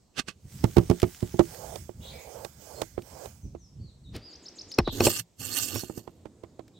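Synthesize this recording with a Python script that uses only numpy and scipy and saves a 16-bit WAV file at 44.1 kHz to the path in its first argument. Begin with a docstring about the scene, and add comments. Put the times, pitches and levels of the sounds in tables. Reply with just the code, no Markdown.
"""A cleaver crunches through onion on a thick wooden board, close to a pair of microphones in a forest.
Small tomatoes drop and roll, rocking the board and ringing its modes, then rub wetly along the blade as
they are sliced. A garlic bulb is tossed, lands on the steel and is cut through, cloves cracking; a few
light knocks follow. Songbirds sing in the trees, echoed by the trunks, over faint hiss and low rumble."""
import sys
import numpy as np
from scipy import signal
from scipy.fft import rfft, irfft, next_fast_len
from scipy.io import wavfile
from scipy.ndimage import uniform_filter1d, map_coordinates

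SR = 44100
rng = np.random.default_rng(int(sys.argv[2]) if len(sys.argv) > 2 else 0)


def materialize(psi):
    """Save the field psi as 16-bit PCM at rate SR to the path in sys.argv[1].

    A 1-D psi becomes a single channel; in a 2-D psi each row is a channel.
    """
    bounded = np.clip(np.atleast_2d(psi).T, -1, 1)
    quanta = np.round(bounded * 32767).astype(np.int16)
    wavfile.write(sys.argv[1], SR, quanta)


N = 299422
TIME = np.arange(N) / SR
ROLL_START_S, ROLL_END_S = 0.54, 1.518  # tomatoes rolling over the board

# The board rocking on its support, and the blade ringing.
# Each row: mode in Hz, level in dB, seconds to fall 60 dB.
ROCKING_MODES = [(73, -7.5, 0.065), (112, -1, 0.09), (169, -14, 0.18)]
BLADE_MODES = [(1143, -7, 0.035), (1488, -7, 0.018), (2560, 2, 0.017), (4230, -2, 0.026), (5430, -6, 0.04)]
# Spectra of snapping skin, a dull shudder and a low rumble. Each row: frequency in Hz, level in dB.
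SNAP_SPECTRUM = [(600, -10.5), (2000, 2), (4000, 2.5), (7500, -2), (16000, -13)]
SHUDDER_SPECTRUM = [(30, -42), (70, -1.5), (300, 0), (6000, -60)]
RUMBLE_SPECTRUM = [(20, -18), (70, 4.5), (200, -6.5), (3000, -80)]
# Strokes through tomato. Each row: start and meeting with the board in seconds, rub and knock in dB.
TOMATO_SLICES = [(1.537, 1.7595, -41, -26), (2.044, 2.4496, -45, -24.5), (2.622, 2.8193, -43, -16.5),
                 (3.071, 3.259, -44, -32)]


def amp(db):
    return 10 ** (np.asarray(db) / 20)


def unit(x):
    return x / np.sqrt(np.mean(x ** 2) + 1e-20)


def add(mix, s, sound):
    """Mixes a sound into both channels, s seconds in."""
    part = mix[:, max(round(s * SR), 0):][:, :sound.shape[1]]
    part += sound[:, :part.shape[1]]


def place(left_db):
    """Gains of the two microphones, the left one left_db above the right."""
    return 2 * np.array([[amp(left_db)], [1]]) / (1 + amp(left_db))


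def colour(x, spectrum):
    """Filters x by rows of Hz and dB, and brings it to rms 1."""
    hz, db = np.transpose(spectrum)
    bins_hz = np.fft.rfftfreq(x.shape[-1], 1 / SR)
    gain = amp(np.interp(np.log(bins_hz + 1), np.log(hz + 1), db))
    return unit(irfft(rfft(x) * gain, x.shape[-1]))


def noise(spectrum, alike=0.98, size=N):
    """Coloured noise; alike is the share of its power common to both microphones."""
    white = rng.standard_normal((3, next_fast_len(size)))
    return colour(np.sqrt(alike) * white[0] + np.sqrt(1 - alike) * white[1:], spectrum)[:, :size]


def flutter(depth_db, per_s):
    """A gain that wanders at random."""
    knots = rng.standard_normal(8000)
    return amp(depth_db * np.interp(TIME * per_s, np.arange(len(knots)), knots))


def patchy(x, depth_db, per_s):
    """Resonances come and go: random patches of gain over time and pitch, wider in the treble."""
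    lowest_patch_hz = 29.9
    hz, t, spectra = signal.stft(x, SR, nperseg=256)
    knots = rng.standard_normal((64, 1000))
    grid = np.meshgrid(np.sqrt(hz / lowest_patch_hz), t * per_s, indexing="ij")
    gain = amp(depth_db * map_coordinates(knots, grid, order=1, mode="wrap"))
    return unit(signal.istft(spectra * gain, SR, nperseg=256)[1][:, :N])


def burst(t, rise, fall):
    """An envelope that swells up to t = 0 and dies away."""
    return np.exp(np.minimum(t, 0) / rise - np.maximum(t, 0) / fall)


def stroke(start, end, attack_s=0.049, release_s=0.052, swell_db=0):
    """An envelope that sets in, swells from start to end, and is released."""
    held = amp(-swell_db * np.clip((end - TIME) / (end - start), 0, 1))
    return held * np.exp(np.minimum(TIME - start, 0) / attack_s - np.maximum(TIME - end, 0) / release_s)


def ring(modes, t, detune=0, phase=0):
    """Decaying modes, struck at t = 0; detune shifts them a little for each strike point."""
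    hz, db, t60 = np.transpose(modes)[:, :, None]
    hz = hz * (1 + detune * rng.standard_normal(hz.shape))
    decay = amp(db - 60 * np.maximum(t, 0) / t60)
    phasor = (decay * np.exp(2j * np.pi * hz * t)).sum(0)
    return -(phasor * np.exp(1j * phase)).imag


def excite(x, response):
    """Plays x through an impulse response."""
    return signal.oaconvolve(x, np.atleast_2d(response), axes=1)[:, :N]


def background():
    """Faint air and forest hiss, the board rumbling as tomatoes roll and are sliced, and a late hush."""
    # The distant forest. Each row: frequency in Hz, level in dB.
    forest_spectrum = [(450, -1.5), (1700, -19), (8000, -13), (9500, -25.5), (16000, -30.5)]
    slicing_rumble = amp(-52.5) * stroke(1.6, 4.09, swell_db=2)  # the board being worked
    rolling_rumble = amp(-48) * stroke(ROLL_START_S, ROLL_END_S)
    level = amp(-66.5) + slicing_rumble + rolling_rumble
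    rumble = level * noise(RUMBLE_SPECTRUM) * flutter(depth_db=6.5, per_s=22)
    hush = amp(-58) * stroke(5.78, TIME[-1]) * noise(SHUDDER_SPECTRUM)
    forest = amp(-67.5) * patchy(noise(forest_spectrum, alike=0.47), depth_db=2.5, per_s=10)
    return place(-2) * (rumble + hush + forest)


def fractures(per_s, spread_db, alike):
    """Crisp cells bursting: dense clicks, a few of them large."""
    size = amp(spread_db * np.minimum(rng.exponential(1, (3, N)), 4))
    clicks = size * rng.standard_normal((3, N)) * (rng.random((3, N)) < per_s / SR)
    return unit(np.sqrt(alike) * clicks[0] + np.sqrt(1 - alike) * clicks[1:])


def onion():
    """Close on the right, layers of onion crack in quick succession and make the blade ring."""
    # Layers giving way. Each row: time in seconds, level in dB, rise and fall in seconds.
    chops = [(0.183, -25.5, 0.0074, 0.0045), (0.191, -21, 0.0023, 0.0047), (0.197, -25, 0.0021, 0.0076),
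             (0.286, -29, 0.0054, 0.011)]
    # Their crunch. Each row: frequency in Hz, level in dB.
    crunch_spectrum = [(50, -1), (200, 11.5), (700, -2), (1400, -1.5), (2600, 0.5), (8000, -10.5),
                       (16000, -34)]
    force = sum(amp(db) * burst(TIME - s, rise, fall) for s, db, rise, fall in chops)
    crunch = force * colour(fractures(per_s=8300, spread_db=2.0, alike=0.67), crunch_spectrum)
    steel = ring(BLADE_MODES, np.arange(SR // 10) / SR)
    ringing = excite(crunch, steel / np.linalg.norm(steel))
    return place(-10.5) * (amp(-2) * crunch + amp(-13) * ringing)


def on_steel(x, decay_s=0.0072):
    """Adds the short ring of the blade's many high modes, which gives rubbing its rasp."""
    t = np.arange(SR // 20) / SR
    modes = rng.standard_normal(len(t)) * np.exp(-t / decay_s)
    return x + 0.55 * unit(excite(x, modes))


def tomatoes():
    """Skins hiss and crackle over the wood; then wet flesh rubs along the blade and skin rasps on it."""
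    # Rubbing flesh and hissing skin. Each row: frequency in Hz, level in dB.
    flesh_spectrum = [(250, -11), (500, 8.5), (850, -0.5), (8000, -71.5)]
    skin_spectrum = [(1200, -8), (2600, -13), (4200, -9), (7800, -3), (9500, -11.5), (16000, -10)]
    rolling = amp(-52) * stroke(ROLL_START_S, ROLL_END_S)
    rubbing = skin = 0
    for start, end, db, _ in TOMATO_SLICES:  # the blade presses harder as it sinks
        rubbing += amp(db) * stroke(start, end, attack_s=0.038, release_s=0.013, swell_db=10.5)
        skin += amp(db - 6.5) * stroke(start, end, attack_s=0.038, release_s=0.086, swell_db=4.5)
    flesh = rubbing * patchy(noise(flesh_spectrum, alike=0.63), depth_db=4, per_s=25)
    rasp = on_steel(fractures(per_s=30000, spread_db=0.5, alike=0.25))
    hiss = patchy(colour(rasp, skin_spectrum), depth_db=3, per_s=18)
    crackle = colour(fractures(per_s=330, spread_db=2.0, alike=0.67), SNAP_SPECTRUM)
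    return place(-16.5) * (flesh + skin * hiss) + place(-6) * rolling * (hiss + amp(-8) * crackle)


def blow(mix, s, db, hz, thump_db, plate_db, clack_db, snap_db, steel_db=-np.inf, cycles=0.93):
    """A push that rocks, rings and rattles the board, snaps skin and may ring the blade (dB re push)."""
    # Where the microphones stand at each step. Each row: start in seconds, left over right in dB.
    stands = [(0, -17.5), (1.6, -20), (4, 0), (5.5, -14.5)]
    # The board ringing as a plate. Each row: mode in Hz, level in dB, seconds to fall 60 dB.
    plate_modes = [(230, -3.5, 0.08), (340, 2.5, 0.1), (419.4, -11, 0.12), (638, -15, 0.092),
                   (790, -14, 0.05)]
    # The clack of contact. Each row: frequency in Hz, level in dB.
    clack_spectrum = [(250, -34.5), (600, 9), (1100, 2.5), (1600, -8.5), (3000, -14), (6000, -27.5),
                      (16000, -64.5)]
    lead_s, rattle_s, skew_rad_per_db = 0.01, 0.018, 0.04
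    sag_s = 0.005  # low notes cross the board late: the push falls to half its pitch in this time
    t = np.arange(SR // 3) / SR - lead_s
    left_db = [side_db for start, side_db in stands if start < s][-1]
    # The further to one side a blow lands, the more the microphones differ in phase.
    phase = np.array([[skew_rad_per_db * left_db], [0]])
    sag = np.maximum(t, 0) / sag_s
    turns = hz * (np.minimum(t, 0) + sag_s * np.log1p(sag))
    push = np.cos(2 * np.pi * turns + phase) * burst(turns, rise=0.57, fall=cycles) / np.sqrt(1 + sag)
    contact = np.clip(1 + t * hz, 0, 1) ** 2  # soft things load the board slowly
    thump = amp(thump_db) * ring(ROCKING_MODES, t, detune=0.026, phase=phase / 2) * contact
    plate = amp(plate_db) * ring(plate_modes, t, detune=0.03, phase=phase) * contact
    steel = amp(steel_db) * ring(BLADE_MODES, t) * contact
    shudder = amp(thump_db - 17) * noise(SHUDDER_SPECTRUM, alike=0.29, size=len(t))
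    shudder *= burst(t, rise=0.005, fall=0.025)
    slaps = [(0, 0.98)] + [(delay, amp(-12)) for delay in rattle_s * rng.random(size=2)]
    rattle = sum(size * burst(t - delay, rise=0.0019, fall=0.0037) for delay, size in slaps)
    clack = amp(clack_db) * noise(clack_spectrum, alike=0.73, size=len(t)) * rattle
    snap = amp(snap_db) * noise(SNAP_SPECTRUM, alike=0.95, size=len(t))
    snap *= burst(t + 0.0015, rise=0.0007, fall=0.0031)
    near = place(left_db) * (push + plate + steel + clack + snap + shudder)
    bass = place(0.23 * left_db) * thump  # reaches both microphones
    add(mix, s - lead_s, amp(db) * (near + bass))


def blows():
    """Everything that strikes the board or the blade, each kind with its own touch."""
    # Tomatoes dropping and bouncing.
    # Each row: time in seconds, strength in dB, contact pitch in Hz, crispness and plate ring in dB.
    drops = [(0.643, -11.5, 280, 0, -14), (0.77, -12.5, 420, 2, -3), (0.7843, -8, 297, -4.5, -13.5),
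             (0.9013, -12, 270, 0.5, -12.5), (0.9131, -19, 332, -1, 1), (1.031, -13.5, 570, 0.5, -3.5),
             (1.2291, -20, 242, -8.5, -10.5), (1.344, -27.5, 298, -13, -3.5), (1.3946, -14, 530, 4, -3),
             (1.4003, -17.5, 376, -8, 4)]
    # Cut tomato, then garlic, toppling. Each row: time in seconds, strength in dB, contact pitch in Hz.
    topples = [(1.894, -29.5, 533), (2.98, -20.5, 533), (3.5511, -31.5, 497), (5.836, -29, 320),
               (5.899, -26.5, 388), (5.977, -27.5, 342)]
    # The bulb landing and bouncing on the blade. Each row: time in seconds, strength and crispness in dB.
    landings = [(4.7878, -9.5, 0.5), (4.877, -19, -18)]
    # The cleaver jolting down through garlic. Each row: time in seconds, strength in dB.
    jolts = [(5.0065, -11), (5.07, -10), (5.759, -27)]
    out = np.zeros((2, N))
    for s, db, hz, crisp_db, ring_db in drops:
        clack_db = crisp_db - 11.5 + 20 * np.log10(hz / 400)
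        blow(out, s, db, hz, thump_db=-1, plate_db=ring_db, clack_db=clack_db, snap_db=crisp_db - 19.5)
    for _, s, _, db in TOMATO_SLICES:
        blow(out, s, db, hz=660, thump_db=-17.5, plate_db=-21, clack_db=-15, snap_db=-11, steel_db=-24.5)
    for s, db, hz in topples:
        blow(out, s, db, hz, thump_db=-10.5, plate_db=-12.5, clack_db=-17.5, snap_db=-46)
    for s, db, crisp_db in landings:
        blow(out, s, db, hz=482, thump_db=crisp_db / 2 - 11, plate_db=-15, clack_db=-6.5,
             snap_db=crisp_db - 14, steel_db=crisp_db - 9, cycles=4.6)
    for s, db in jolts:
        blow(out, s, db, hz=485, thump_db=-10, plate_db=-11, clack_db=-9.5, snap_db=-14, steel_db=-10)
    for s in (6.0776, 6.2574, 6.4378, 6.595):  # light knocks at the end
        blow(out, s, db=-32, hz=480, thump_db=-12.5, plate_db=-14, clack_db=-11.5, snap_db=-25.5)
    return out


def ticks():
    """Tiny snaps of wet skin and juice."""
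    # Each row: time in seconds, relative level in dB.
    snaps = [(1.0, -24.5), (1.018, -22), (1.147, -34.5), (1.206, -34.5), (1.453, -36), (1.546, -34),
             (3.021, -38.5), (4.163, -28), (4.717, -33.5), (6.68, -44.5)]
    out, t = np.zeros((2, N)), np.arange(SR // 30) / SR
    for s, db in snaps:
        add(out, s, amp(db - 9) * noise(SNAP_SPECTRUM, size=len(t)) * np.exp(-t / 0.0032))
    return out


def chirp(length_s, first_hz, middle_hz, last_hz, db, buzz):
    """A whistle that bends through three pitches, with a fast waver of pitch and strength."""
    progress = np.linspace(0, 1, max(round(length_s * SR), 64))
    hz = np.polyval(np.polyfit([0, .5, 1], [first_hz, middle_hz, last_hz], 2), progress)
    waver = unit(uniform_filter1d(rng.standard_normal(len(progress)), size=50))
    tone = np.sin(2 * np.pi * np.cumsum(hz * (1 + buzz * waver)) / SR)
    return amp(db + waver) * np.sin(np.pi * progress) * tone[None]


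def birds():
    """Songbirds, their notes scattered back by the trunks; the far ones are mostly echo."""
    # Far notes, and one syllable of a nearer trill (a fall and two upward flicks). Each row: start and
    # length in seconds, first, middle and last pitch in Hz, relative dB, buzz as a share of the pitch.
    far_notes = [ (2, 0.14, 3000, 3635, 3920, -46.5, 0.11), (2.086, 0.18, 2380, 2270, 2150, -52, 0.084),
                 (3.406, 0.068, 6430, 6110, 5170, -60.5, 0.012),
                 (3.57, 0.13, 6970, 5580, 5060, -59.5, 0.016), (3.786, 0.14, 4380, 4340, 3190, -60.5, 0.02),
                 (4.032, 0.072, 4700, 3660, 4260, -57, 0.02), (4.213, 0.1, 4510, 4910, 4140, -46, 0.005),
                 (4.842, 0.083, 4040, 3743, 3580, -37, 0.079),
                 (6.732, 0.091, 3800, 3530, 3450, -59.5, 0.064)]
    syllable = [(0, 0.047, 7700, 6570, 5830, -9.5, 0.056), (0.032, 0.024, 3095, 5160, 5020, 4, 0.013),
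                (0.058, .014, 3500, 5300, 6600, 5.5, .012)]
    trill_start_s, trill_period_s = 4.293, 0.1287
    far, near = np.zeros((2, 2, N))
    for s, *note in far_notes:
        add(far, s, chirp(*note))
    for k in range(4):
        gain = amp(-38.5 - 13 / 2 ** k)  # the trill starts soft
        for s, *note in syllable:
            add(near, trill_start_s + k * trill_period_s + s, gain * chirp(*note))
    t = np.arange(SR // 2) / SR
    trunks = rng.standard_normal((2, len(t))) * np.exp(-t / 0.072)
    echo = excite(far + 0.47 * near, trunks / np.linalg.norm(trunks[0]))
    return near + amp(-3) * far + echo


def squeaks(glide_hz=65):
    """Short, slightly rising stick-slip tones of steel in tomato skin and garlic."""
    # Each row: start and length in seconds, middle pitch in Hz, level in dB.
    slips = [(2.745, 0.075, 4270, -52), (5.066, 0.024, 589, -19), (5.735, 0.084, 5530, -40)]
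    out = np.zeros((2, N))
    for s, length_s, hz, db in slips:
        add(out, s, chirp(length_s, hz - glide_hz, hz, hz + glide_hz, db, buzz=0.0078))
    return place(-4) * out


def toss(start_s=4.155, end_s=4.85):
    """The blade scrapes and fans the air as it flicks the garlic up; air rushes on while it flies."""
    # Air and steel sweeping past. Each row: frequency in Hz, level in dB.
    rush_spectrum = [(100, -6.5), (300, 8.5), (1100, -10), (5000, -10.5), (10000, -50)]
    scrape = amp(-39.5) * burst(TIME - start_s, rise=0.0097, fall=0.017)
    flight = amp(-57) * stroke(start_s, end_s, attack_s=0.011, release_s=0.025)
    wind = amp(-39.5) * burst(TIME - start_s, rise=0.086, fall=0.043)
    rush = (scrape + flight) * noise(rush_spectrum)
    return rush + amp(-13) * scrape * noise(SNAP_SPECTRUM) + wind * noise(RUMBLE_SPECTRUM)


def garlic():
    """The edge tears papery skin and cloves in clumps, makes the blade ring and shakes the board."""
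    # The garlic's crunch and the loaded board's groan. Each row: frequency in Hz, level in dB.
    crunch_spectrum = [(300, -8.5), (1150, -8.5), (2000, -9.5), (5500, -6.5), (8200, -2.5), (9600, -14.5),
                       (13100, -3.5), (16000, -14.5)]
    groan_spectrum = [(55, -25.5), (101, 13.5), (165, -13.5), (255, 6), (3000, -46)]
    # Strokes of the cleaver. Each row: start and hardest push in seconds, crunch in dB,
    # release in seconds, left over right in dB.
    cuts = [(4.93, 5.199, -31.5, 0.0087, -6), (5.4, 5.616, -30, 0.099, -10.5)]
    # Cloves giving way. Each row: time in seconds, crunch in dB, width in seconds, groan in dB.
    clove_cracks = [(5.059, -22, 0.016, -22.5), (5.105, -25, 0.0057, -40.5), (5.581, -28.5, 0.014, -65.5),
                    (5.769, -36.5, 0.033, -36.5), (5.981, -44, 0.011, -49.5)]
    # The board rocks as the cleaver stalls and is pushed on. 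Each row: time in seconds, level in dB.
    nudges = [(5.191, -27), (5.393, -27.5)]
    attack_s, load_s, unload_s = 0.0082, 0.048, 0.017  # the board loads slowly, then a crack frees it
    out, t = np.zeros((2, N)), np.arange(SR // 5) / SR
    rasp = on_steel(fractures(per_s=3800, spread_db=4.4, alike=0.4))
    crunch = patchy(colour(rasp, crunch_spectrum), depth_db=4, per_s=60)
    ringing = unit(excite(crunch, ring(BLADE_MODES, t)))
    crunch = unit(crunch + amp(-13) * ringing)
    groan = noise(groan_spectrum)
    for start, end, db, release_s, left_db in cuts:
        cracks = [row for row in clove_cracks if start < row[0] < end + 4 * release_s]
        tearing = amp(db) * stroke(start, end, attack_s, release_s, swell_db=10.5)
        cracking = sum(amp(crack_db) * burst(TIME - s, width, width) for s, crack_db, width, _ in cracks)
        load = sum(amp(groan_db) * burst(TIME - s, load_s, unload_s) for s, _, _, groan_db in cracks)
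        pressure = amp(-48) * stroke(start, end, attack_s, release_s)
        out += place(left_db) * ((tearing + cracking) * crunch + (pressure + load) * groan)
    for s, db in nudges:
        rocking = ring(ROCKING_MODES, t) * np.minimum(t / unload_s, 1)
        add(out, s, amp(db) * rocking[None])
    return out


def scene():
    """The board close up and mostly to the right, with the forest behind it."""
    cooking = blows() + ticks() + onion() + garlic() + squeaks() + toss() + tomatoes()
    return cooking + birds() + background()


def record(dry):
    """The microphones lose the deepest bass, flatten peaks past full scale and cut the highest treble."""
    low_cut_hz, high_cut_hz = 32, 16200
    heard = signal.sosfilt(signal.butter(2, low_cut_hz, "high", fs=SR, output="sos"), dry)
    band_limit = signal.firwin(511, high_cut_hz, window=("kaiser", 9), fs=SR)
    return signal.oaconvolve(np.clip(heard, -1, 1), band_limit[None], "same")


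dry = scene()
out = record(dry)
materialize(out)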